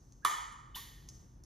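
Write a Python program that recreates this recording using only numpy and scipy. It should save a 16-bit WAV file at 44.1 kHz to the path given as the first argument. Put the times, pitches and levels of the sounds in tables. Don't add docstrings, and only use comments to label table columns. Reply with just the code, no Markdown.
import sys
import numpy as np
from scipy import signal
from scipy.fft import rfft, irfft, next_fast_len
from scipy.io import wavfile
from scipy.ndimage import uniform_filter1d

SR = 44100
rng = np.random.default_rng(int(sys.argv[2]) if len(sys.argv) > 2 else 0)


def wrap_up_sound(samples):
    columns = np.atleast_2d(samples).T
    tamed = np.clip(columns, -1, 1)
    steps = np.round(tamed * 32767).astype(np.int16)
    wavfile.write(sys.argv[1], SR, steps)


N = 63945


def amp(db):
    return 10 ** (np.asarray(db) / 20)


def unit(x):
    return x / np.sqrt(np.mean(x ** 2) + 1e-20)


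def along(points, hz):
    f, v = np.transpose(points)
    return np.interp(np.log(hz + 1), np.log(f + 1), v)


def since(s):
    return np.maximum(np.arange(N) / SR - s, 0)


def dying(t, t60):
    return (t > 0) * np.exp(-np.log(1000) * t / t60)


def swell(s, rise_s, fall_db_per_s):
    return np.minimum(since(s) / rise_s, 1) * amp(-fall_db_per_s * since(s + rise_s))


def glide(s, from_hz, to_hz, tau_s):
    pitch_hz = to_hz + (from_hz - to_hz) * np.exp(-since(s) / tau_s)
    return np.sin(2 * np.pi * np.cumsum(pitch_hz) / SR)


def filtered(x, response):
    size = next_fast_len(N + SR // 2)
    return irfft(rfft(x, size) * response(np.fft.rfftfreq(size, 1 / SR)), size)[..., :N]


def noise(colour):
    return unit(filtered(rng.standard_normal(N), lambda hz: amp(along(colour, hz))))


def click(s, colour):
    size = 2048
    cepstrum = irfft(np.log(amp(along(colour, np.fft.rfftfreq(size, 1 / SR)))))
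    cepstrum[1:size // 2] *= 2
    cepstrum[size // 2 + 1:] = 0
    shape = irfft(np.exp(rfft(cepstrum)))
    return np.pad(shape / np.linalg.norm(shape), (round(s * SR), N))[:N]


# t/s after POP_S, level/dB
RIM_SNAPS = [(.0002, 4), (.001, 5.5), (.0066, -0.5)]
# f/Hz, level/dB
SNAP_SPECTRUM = [(150, -18), (400, -2.5), (630, -14), (950, 9), (1850, 3.5), (2400, 2.5), (2720, -19.5),
                 (3050, 5), (3500, 2.5), (4200, -3), (5500, -7.5), (7500, -2.5), (9800, -2), (11300, -3),
                 (15000, -9.5)]
# f/Hz, level/dB, t60/s, attack/s
CUP_RESONANCES = [(1202.4, 15, 0.012, 0.0018), (1051, 4, 0.017, 0.0047), (1828, -6, 0.023, 0.0027),
                  (3004, -20, 0.056, 0.00036), (3364, -19, 0.044, 0.00026), (6465, -20.5, 0.044, .0005)]
POP_S, POP_DB, CAVITY_LAG_S = .2492, -16.5, .000886


def pop():
    snaps = sum(room(amp(db) * click(POP_S + s, SNAP_SPECTRUM), wet_db=-.5) for s, db in RIM_SNAPS)
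    t = since(POP_S)
    crack_decay = amp(-12) * dying(t, t60=.0075)
    shell_decay = amp(-17) * dying(t, t60=.11)
    buzz = (crack_decay + shell_decay) * noise(SNAP_SPECTRUM)
    t = since(POP_S + CAVITY_LAG_S)
    ring = 0
    for hz, db, t60, attack_s in CUP_RESONANCES:
        onset = 1 - np.exp(-(t / attack_s) ** 2)
        ring += amp(db) * np.sin(2 * np.pi * hz * t) * dying(t, t60) * onset
    return amp(POP_DB) * (snaps + room(buzz, wet_db=-.5) + room(ring, wet_db=-1.5))


def squeak(start_s=.2184, level_db=-55, roughness=.37):
    tone = glide(start_s, from_hz=966, to_hz=1660, tau_s=.004)
    flutter = 1 + roughness * unit(uniform_filter1d(rng.standard_normal(N), size=90))
    growth = (since(POP_S) == 0) * since(start_s) / (POP_S - start_s)
    return amp(level_db) * growth * flutter * tone


# t/s after VALVE_S, length/s, f/Hz, level/dB
VALVE_CHIRPS = [(0, 0.0076, 3026, -42), (.003, 0.0051, 3500, -42), (.008, .007, 2950, -47),
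                (0.01, 0.0065, 3560, -44)]
# f/Hz, level/dB
HISS_SPECTRUM = [(200, -11), (650, -13), (1100, 0), (1450, -7.5), (1820, 1), (2500, -8.5), (3300, 2),
                 (4300, -1), (6100, -6), (6750, -1.5), (7400, -8.5), (9500, -2.5), (11500, 2), (15000, -2),
                 (16000, -6.5)]
VALVE_S, INRUSH_S, NOTE_S = .7455, .751, .755


def valve():
    chirps = 0
    for s, length_s, hz, db in VALVE_CHIRPS:
        t = since(VALVE_S + s)
        arch = np.sin(np.pi * np.minimum(t / length_s, 1))
        chirps += amp(db) * arch * np.sin(2 * np.pi * hz * t)
    inrush = swell(INRUSH_S, rise_s=.0065, fall_db_per_s=334.5)
    leak = amp(-14) * swell(VALVE_S, rise_s=.0065, fall_db_per_s=67)
    hiss = amp(-44) * (inrush + leak) * noise(HISS_SPECTRUM)
    tone = glide(NOTE_S, from_hz=678, to_hz=1193, tau_s=.01377)
    note = amp(-45.5) * swell(NOTE_S, rise_s=.014, fall_db_per_s=513) * tone
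    return room(chirps, wet_db=-6) + room(hiss, wet_db=-1.5) + room(note, wet_db=-13)


# t/s, level/dB, ring f/Hz
PLASTIC_TICKS = [(0.1232, -58, 6200), (0.524, -53.5, 9450), (1.0883, -42, 6400), (1.0908, -45.5, 5760),
                 (1.4369, -47.5, 5920)]
# f/Hz, level/dB
TICK_SPECTRUM = [(300, -18.5), (2600, -33.5), (3800, -14), (4800, -4), (7000, -5.5), (10000, -8),
                 (15000, -19)]


def ticks(ring_db=15.5, half_width_hz=400):
    out = np.zeros(N)
    for s, db, ring_hz in PLASTIC_TICKS:
        resonance = lambda hz: 1 + amp(ring_db) / (1 + ((hz - ring_hz) / half_width_hz) ** 2)
        scuff = unit(filtered(noise(TICK_SPECTRUM), resonance))
        out += amp(db) * dying(since(s), t60=.015) * scuff
    return out


# delay/s, level/dB
REFLECTIONS = [(.0062, -10.5), (.0098, -10), (0.0132, -14.5), (.058, -19)]
# f/Hz, t60/s
TAIL_T60 = [(200, .5), (1100, 0.91), (2000, 0.9), (3500, 0.77), (6500, 0.76), (11000, 0.5), (15000, 0.34)]
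# f/Hz, level/dB
TAIL_SPECTRUM = [(300, 0.5), (950, 1.5), (1200, -2), (1500, -6), (1900, 3), (2700, -3), (3200, 0.5),
                 (4200, -1), (6500, 3.5), (11000, -3), (15000, -3)]


def room(x, wet_db, build_s=.0073):
    band_hz, t, bands = signal.stft(rng.standard_normal((2, N)), SR, nperseg=256)
    decay = dying(t, along(TAIL_T60, band_hz)[:, None])
    tail = signal.istft(bands * decay, SR, nperseg=256)[1][:, :N]
    tail = spread(tail * (1 - np.exp(-since(0) / build_s)))
    tail = filtered(unit(tail) / np.sqrt(N), lambda hz: amp(along(TAIL_SPECTRUM, hz)))
    walls = lambda hz: 1 + sum(amp(db) * np.exp(-2j * np.pi * hz * s) for s, db in REFLECTIONS)
    return filtered(x, walls) + amp(wet_db) * signal.fftconvolve(x[None], tail, axes=1)[:, :N]


# f/Hz, left-right correlation
CORRELATION = [(50, 0.99), (130, 0.98), (260, .78), (500, 0.71), (900, 0.014), (1350, -0.75), (1800, .7),
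               (2500, 1), (5100, 1), (5700, 0.66), (7200, 0.3), (8100, 1), (8900, 1), (9800, -1),
               (11300, .99), (13000, .99), (13700, 0.587)]


def spread(pair):
    angle = lambda hz: np.arccos(np.clip(along(CORRELATION, hz), -1, 1)) / 2
    mid, side = filtered(pair, lambda hz: np.array([np.cos(angle(hz)), np.sin(angle(hz))]))
    return np.array([mid + side, mid - side])


# f/Hz, level/dB
RUMBLE_SPECTRUM = [(20, -17.5), (33, -9), (43, 6), (58, -2.5), (95, -6), (125, -1), (170, -10.5),
                   (280, -14.5), (450, -24.5), (650, -29), (1200, -28.5), (2300, -46.5), (5000, -52),
                   (15000, -54.5)]
RUSTLE_SPECTRUM = [(1000, -29.5), (3500, -16), (5000, -9.5), (5800, 0), (6500, 3), (7100, -18), (7900, -5),
                   (9500, -16.5), (15000, -20.5)]
# t/s, level/dB
RUMBLE_ENVELOPE = [(0, -57.5), (.12, -58), (0.178, -57.5), (.33, -62.5), (.7, -56), (.95, -56.5),
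                   (1.2, -54), (1.3, -56.5), (1.45, -56)]
RUSTLE_ENVELOPE = [(0, -72.5), (.12, -75), (.2, -76), (.7, -92), (1.05, -76), (1.149, -65.5), (1.27, -74.5),
                   (1.45, -84.5)]


def background():
    out = 0
    for spectrum, envelope in (RUMBLE_SPECTRUM, RUMBLE_ENVELOPE), (RUSTLE_SPECTRUM, RUSTLE_ENVELOPE):
        level_db = np.interp(since(0), *np.transpose(envelope))
        pair = np.array([noise(spectrum), noise(spectrum)])
        out += amp(level_db) * unit(spread(pair))
    return out


def scene():
    return squeak() + pop() + valve() + room(ticks(), wet_db=-9) + background()


# f/Hz, left lead/rad
PORT_LEAD = [(300, 0), (800, 0.86), (1250, -1.1), (1850, 0.07), (2600, 0.25), (5100, 0.5), (5700, 0.6),
             (7000, -1.52), (8150, -3), (8800, -2.5), (10000, -4.5), (11100, -8), (13100, -4.5),
             (14500, -9.1)]
# f/Hz, left minus right/dB
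PORT_TILT = [(100, 0.6), (500, 3), (1100, -0.5), (1900, -6), (3000, 0.5), (12000, -0.5)]


def record(dry, cutoff_hz=15600):
    half = np.array([[.5], [-.5]])
    gain = lambda hz: amp(half * along(PORT_TILT, hz))
    ports = filtered(dry, lambda hz: gain(hz) * np.exp(1j * half * along(PORT_LEAD, hz)))
    return filtered(ports, lambda hz: 1 / np.sqrt(1 + (hz / cutoff_hz) ** 200))


dry = scene()
out = record(dry)
wrap_up_sound(out)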